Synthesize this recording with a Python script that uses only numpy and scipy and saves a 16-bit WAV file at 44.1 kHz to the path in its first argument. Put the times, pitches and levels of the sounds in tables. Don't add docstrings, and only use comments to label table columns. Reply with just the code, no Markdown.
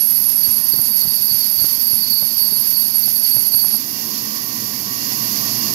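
import sys
import numpy as np
from scipy import signal
from scipy.fft import rfft, irfft
from scipy.io import wavfile
from scipy.ndimage import uniform_filter1d, minimum_filter1d, map_coordinates

SR = 44100
rng = np.random.default_rng(int(sys.argv[2]) if len(sys.argv) > 2 else 0)


def log_audio(samples):
    frames = np.atleast_2d(samples).T
    limited = np.clip(frames, -1, 1)
    pcm = np.round(limited * 32767).astype(np.int16)
    wavfile.write(sys.argv[1], SR, pcm)


N = 253121
T = np.arange(N) / SR
FREQS = np.fft.rfftfreq(N, 1 / SR)

# frequency in Hz, relative density in dB per Hz.
TEETH_SPECTRUM = [(5000, -70), (8500, -34), (9300, -26), (10350, -20), (10550, -15), (10900, -15),
                  (11150, -5), (11600, 0), (12100, -1), (12400, -5), (13250, -4), (14400, -17),
                  (15700, -22), (16200, -60)]
# centre in Hz, half width in Hz, level in dB within the squeal mix.
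RASP_MODES = [(11900, 7, -11), (11600, 41, -13.5), (11280, 18, -13), (11350, 17, -10)]
# centre in Hz, half width in Hz, relative level in dB.
SIDE_MODES = [(3794, 20, -17), (4380, 40, -13), (4500, 130, -6), (4615, 25, -4), (4658, 20, 0),
              (4945, 100, -2)]
SQUEAL_HZ, WHISTLE_HZ = 11345, 4517


def biting_blade():
    squeal_db, whistle_db, teeth_db, side_db = bite()
    teeth = noise(TEETH_SPECTRUM) * undb(teeth_db + 8 + 1.2 * walk(42))

    tone = sing(SQUEAL_HZ, waver_hz=19.8, waver_rate_hz=91, flutter_db=4.0, flutter_rate_hz=166)
    squeal = undb(2.0) * tighten(tone, 0.0023)
    squeal = squeal + modes(RASP_MODES)
    squeal = squeal + undb(-6.0) * tighten(ring(SQUEAL_HZ, 160), 0.00793)

    whistle = sing(WHISTLE_HZ, waver_hz=9, waver_rate_hz=50, flutter_db=2.6, flutter_rate_hz=60)
    whistle = tighten(whistle, 0.002)
    whistle_gain = uniform_filter1d(undb(whistle_db + 5), size=int(.015 * SR))

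    side = modes(SIDE_MODES) * undb(side_db + 5)
    return tighten(teeth, 0.00625) + undb(squeal_db + 5.5) * squeal + whistle_gain * whistle + side


# time in seconds, relative levels of squeal, whistle and side modes in dB,
# unevenness of the bite (1 = usual).
BITE = [(0, -21.5, -43.5, -50, 0.24), (.7, -22, -37.5, -39, 0.99), (1.0, -23.5, -32.5, -34.5, 0.35),
        (1.7, -24.5, -33, -36, 0.94), (2.15, -24, -35.5, -34, 1.7), (2.65, -23, -34, -35, 1.16),
        (3.15, -21.5, -33, -40.5, 1), (3.74, -19.3, -32.5, -39.5, 1.7), (3.82, -29, -48, -35, 0.87)]
# centre in seconds into the lap, Gaussian sigma in seconds,
# changes of squeal, whistle and tooth hiss in dB.
STRETCHES = [(0.053, 0.01, -9.5, -7, -2.5), (0.162, 0.012, -3, 10, -0.7), (0.283, 0.037, -2.5, 0, -.8)]
# centre in seconds, Gaussian sigma in seconds,
# relative whistle level in dB.
PINCHES = [(.45, .015, -25.5), (1.42, .025, -26.5), (2.135, 0.073, -23.5), (2.423, 0.043, -26.5),
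           (2.537, 0.029, -27.5), (2.792, 0.035, -31.5)]
TEETH_DB = -22.5
SQUEAL_GRAIN_DB, WHISTLE_GRAIN_DB, GRAIN_RATE_HZ = 1.85, 3, 26
LAP_RATE_HZ, TIGHTEST_S = 3.475, .13


def bite():
    squeal_db, whistle_db, side_db, uneven = curves(BITE)
    teeth_db, lap_s = TEETH_DB, 1 / LAP_RATE_HZ
    for centre_s, sigma_s, squeal, whistle, teeth in STRETCHES:
        age_s = (T - centre_s + lap_s / 2) % lap_s - lap_s / 2
        in_wood = swell_of(age_s, sigma_s)
        squeal_db = squeal_db + squeal * uneven * in_wood
        whistle_db = whistle_db + whistle * in_wood
        teeth_db = teeth_db + teeth * uneven * in_wood
    squeal_db = squeal_db + SQUEAL_GRAIN_DB * uneven * walk(GRAIN_RATE_HZ)
    whistle_db = whistle_db + WHISTLE_GRAIN_DB * walk(GRAIN_RATE_HZ)
    pinched = swells(PINCHES)
    whistle_db = 20 * np.log10(np.hypot(undb(whistle_db), pinched))
    return squeal_db, whistle_db, teeth_db, side_db


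def tighten(x, depth):
    turn = 2 * np.pi * LAP_RATE_HZ
    place_s = T + depth * np.sin(turn * (T - TIGHTEST_S)) / turn
    return map_coordinates(x, [place_s * SR], order=5, mode="mirror")


# frequency in Hz, relative density in dB per Hz.
RUSH_SPECTRUM = [(200, -80), (1300, -21), (2000, -13.5), (3300, -13.5), (4100, -11), (4250, -6.5),
                 (4380, 0), (5500, 0), (5900, -3.5), (6850, -5), (7400, -15), (8100, -19), (11000, -30),
                 (16000, -70)]
# frequency in Hz, relative density (gain for the tooth harmonics) in dB.
SPRAY_SPECTRUM = [(5000, -70), (8000, -24), (9200, -17), (10900, -10), (11130, -1), (12600, 1), (13300, -1),
                  (14000, -4), (15000, -11), (15700, -14), (16200, -60)]
# time in seconds, relative level in dB.
SPRAY_LEVEL = [(3.83, -31.5), (3.96, -30), (4.9, -31), (5.2, -27.5), (5.74, -27.5)]
# centre in seconds, Gaussian sigma in seconds, added level in dB.
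WHINES = [(3.98, 0.07, -49), (5.05, 0.089, -42), (5.24, .02, -45), (5.62, .06, -44)]
TOOTH_HZ, WHINE_DB = 700, -49


def running_blade(rush_db, load):
    rush = noise(RUSH_SPECTRUM) * undb(rush_db + 9.5 + (0.77 + .5 * load) * walk(13.5))

    turns = np.cumsum(TOOTH_HZ * (1 + .007 * walk(120))) / SR
    harmonics = (np.cos(2 * np.pi * (k * turns + rng.random())) for k in range(14, 21))
    passing = unit(sum(harmonics))
    spray = noise(SPRAY_SPECTRUM) + undb(-6) * unit(colour(passing, SPRAY_SPECTRUM))
    spray_db, = curves(SPRAY_LEVEL)
    spray_gain = np.sqrt(1 - load) * undb(spray_db + 8.5 + 0.49 * walk(25))

    whine_gain = undb(WHINE_DB) * (1 - load) + swells(WHINES)
    whine = sing(4 * TOOTH_HZ, waver_hz=20, waver_rate_hz=60, flutter_db=3, flutter_rate_hz=50)
    return rush + spray_gain * spray + whine_gain * whine


# time in seconds, relative levels of crest and bass in dB.
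PUFFS = [(0.488, -34, -33), (0.738, -27, -40), (0.79, -26, -33), (1.025, -31, -40), (1.05, -27, -39),
         (1.075, -37, -32.5), (1.317, -39, -32.5), (1.344, -34, -39), (1.589, -37, -35), (1.618, -30, -34),
         (1.643, -25.5, -28.5), (1.934, -31.5, -31.5), (2.224, -27.5, -60), (2.524, -25.5, -34),
         (3.078, -33, -39), (3.365, -25, -29), (3.38, -37, -32.5), (3.541, -28, -42), (3.642, -28, -39),
         (3.74, -28, -52)]
# frequency in Hz, relative density in dB per Hz.
PUFF_SPECTRUM = [(20, -45), (60, -7), (110, 3.5), (260, -1.5), (450, -6.5), (1200, -10.5), (3000, -27.5),
                 (6000, -42)]
# frequency in Hz, gain in dB.
EDDY_RESPONSE = [(20, -24), (45, -51), (80, -5), (2000, 13)]


def puffs(load):
    push, crest = np.zeros(N), np.zeros(N)
    eddies = list(PUFFS) + faint_puffs(count=12)
    for start_s, crest_db, bass_db in eddies:
        age_s = T - start_s - .002
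        push_scale_s = .0017 * np.exp(.15 * rng.standard_normal())
        x = age_s / push_scale_s
        push -= undb(bass_db + 16) * x * np.exp(-np.minimum(x ** 2 / 2, 50))
        crest_scale_s = np.where(age_s < 0, .0012, .004)
        crest += undb(crest_db + 2.5) * np.exp(-np.minimum(np.abs(age_s) / crest_scale_s, 50))
    buffet = load * undb(-42.5 + 1.8 * walk(29))
    return colour(push, EDDY_RESPONSE) + (crest + buffet) * noise(PUFF_SPECTRUM)


FAINT_CREST_DB, FAINT_BASS_DB, FAINT_SCATTER_DB = -46, -46, 1.5


def faint_puffs(count):
    times_s = rng.random(count) * LOAD[0][0]
    sizes_db = FAINT_SCATTER_DB * rng.standard_normal(count)
    return [(s, FAINT_CREST_DB + db, FAINT_BASS_DB + db) for s, db in zip(times_s, sizes_db)]


# frequency in Hz, relative density in dB per Hz.
DRIVE_SPECTRUM = [(20, -40), (50, -27), (75, -19), (100, -8), (125, -4), (175, -6), (210, 0), (300, -3),
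                  (450, -11), (560, -16), (700, -13), (950, -14), (1300, -20), (1900, -19), (2400, -40),
                  (5000, -100)]
# centre in Hz, half width in Hz, relative level in dB.
HUM = [(115.2, 2.3, -14), (200, 7.3, -21.5), (214.8, 14.2, -7), (237.1, 19.5, -8), (495.5, 3.6, -23.5),
       (678, 2, -21.5)]
# centre in Hz, half width in Hz, relative level in dB.
WHEELS = [(1016, 9, -8.5), (1066.5, 6, -7.5), (1121.5, 6, -7.5), (1146, 14, -10), (1172, 16, -13),
          (1857, 12, -13), (1940, 12, -12), (2676, 14, -19)]
PORT_LAG_S = .00034


def drive(drive_db, drone_db):
    def field():
        rumble = undb(3.0) * noise(DRIVE_SPECTRUM) + undb(3.5) * modes(HUM)
        return undb(drive_db) * rumble + undb(drone_db + 5.5) * modes(WHEELS)
    direct = field()
    ports = np.interp(T - PORT_LAG_S, T, direct), direct
    return [port + undb(-9.5) * field() for port in ports]


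def sing(hz, waver_hz, waver_rate_hz, flutter_db, flutter_rate_hz):
    phase = 2 * np.pi * np.cumsum(hz + waver_hz * walk(waver_rate_hz)) / SR
    return unit(np.sin(phase) * undb(flutter_db * walk(flutter_rate_hz)))


def ring(hz, half_width_hz):
    blows = rng.standard_normal(N) + 1j * rng.standard_normal(N)
    offset = np.fft.fftfreq(N, 1 / SR) / half_width_hz
    envelope = np.fft.ifft(np.fft.fft(blows) / (1 + 1j * offset) ** 2)
    carrier = np.exp(2j * np.pi * np.cumsum(hz + 0 * T) / SR)
    return unit(np.real(envelope * carrier))


def modes(table):
    return sum(undb(db) * ring(hz, half_width_hz) for hz, half_width_hz, db in table)


def swell_of(age_s, sigma_s):
    return np.exp(-np.minimum((age_s / sigma_s) ** 2 / 2, 50))


def swells(table):
    return sum(undb(db) * swell_of(T - centre_s, sigma_s) for centre_s, sigma_s, db in table)


def walk(rate_hz):
    return unit(irfft(rfft(rng.standard_normal(N)) / (1 + (FREQS / rate_hz) ** 4), N))


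def noise(points):
    return unit(colour(rng.standard_normal(N), points))


def colour(x, points):
    hz, db = np.transpose(points)
    gain_db = np.interp(np.log(FREQS + 1), np.log(hz), db)
    return irfft(rfft(x) * undb(gain_db), N)


def curves(table):
    s, *columns = np.transpose(table)
    return [np.interp(T, s, column) for column in columns]


def unit(x):
    return x / np.sqrt(np.mean(np.abs(x) ** 2))


def undb(db):
    return 10 ** (np.asarray(db) / 20)


# time in seconds, share of the full bite from 0 to 1.
LOAD = [(3.76, 1), (3.8, .3), (3.83, 0)]
# time in seconds, relative levels of drive, wheel drone and blade rush in dB.
RUN = [(0, -45.5, -51.5, -37), (.7, -45, -45.5, -36.5), (1.55, -46.5, -54, -36), (2.38, -46, -48.5, -36),
       (3.2, -44.5, -54, -36.5), (3.72, -43, -51.5, -36), (4.05, -39.5, -43.5, -34.5),
       (4.85, -39.5, -41.5, -34), (5.1, -38, -40, -31.5), (5.55, -36, -40, -29),
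       (5.74, -35.3, -39.5, -30.5)]
# frequency in Hz, gain in dB.
LEFT_PORT = [(30, -2), (200, -2), (500, -5.5), (850, 2), (1150, -3), (1400, -10), (2000, -15),
             (2400, -22.5), (4000, -26), (4700, -35), (7000, -42), (10000, -27), (11400, -34.5),
             (13000, -58), (15500, -46)]


def scene():
    drive_db, drone_db, rush_db = curves(RUN)
    load = np.clip(curves(LOAD)[0], 0, 1)

    def blade():
        return np.sqrt(load) * biting_blade() + running_blade(rush_db, load)

    drive_left, drive_right = drive(drive_db, drone_db)
    blade_left, blade_right = blade(), blade()
    left = colour(drive_left + blade_left, LEFT_PORT)
    right = drive_right + blade_right + puffs(load)
    return np.array([left, right])


TOP_HZ = 15700


def record(dry):
    headroom = np.minimum(1, .88 / (np.abs(dry).max(axis=0) + 1e-9))
    gain = uniform_filter1d(minimum_filter1d(headroom, size=129), size=129)
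    top_cut = signal.ellip(14, .1, 90, TOP_HZ, fs=SR, output="sos")
    return signal.sosfilt(top_cut, dry * gain)


dry = scene()
out = record(dry)
log_audio(out)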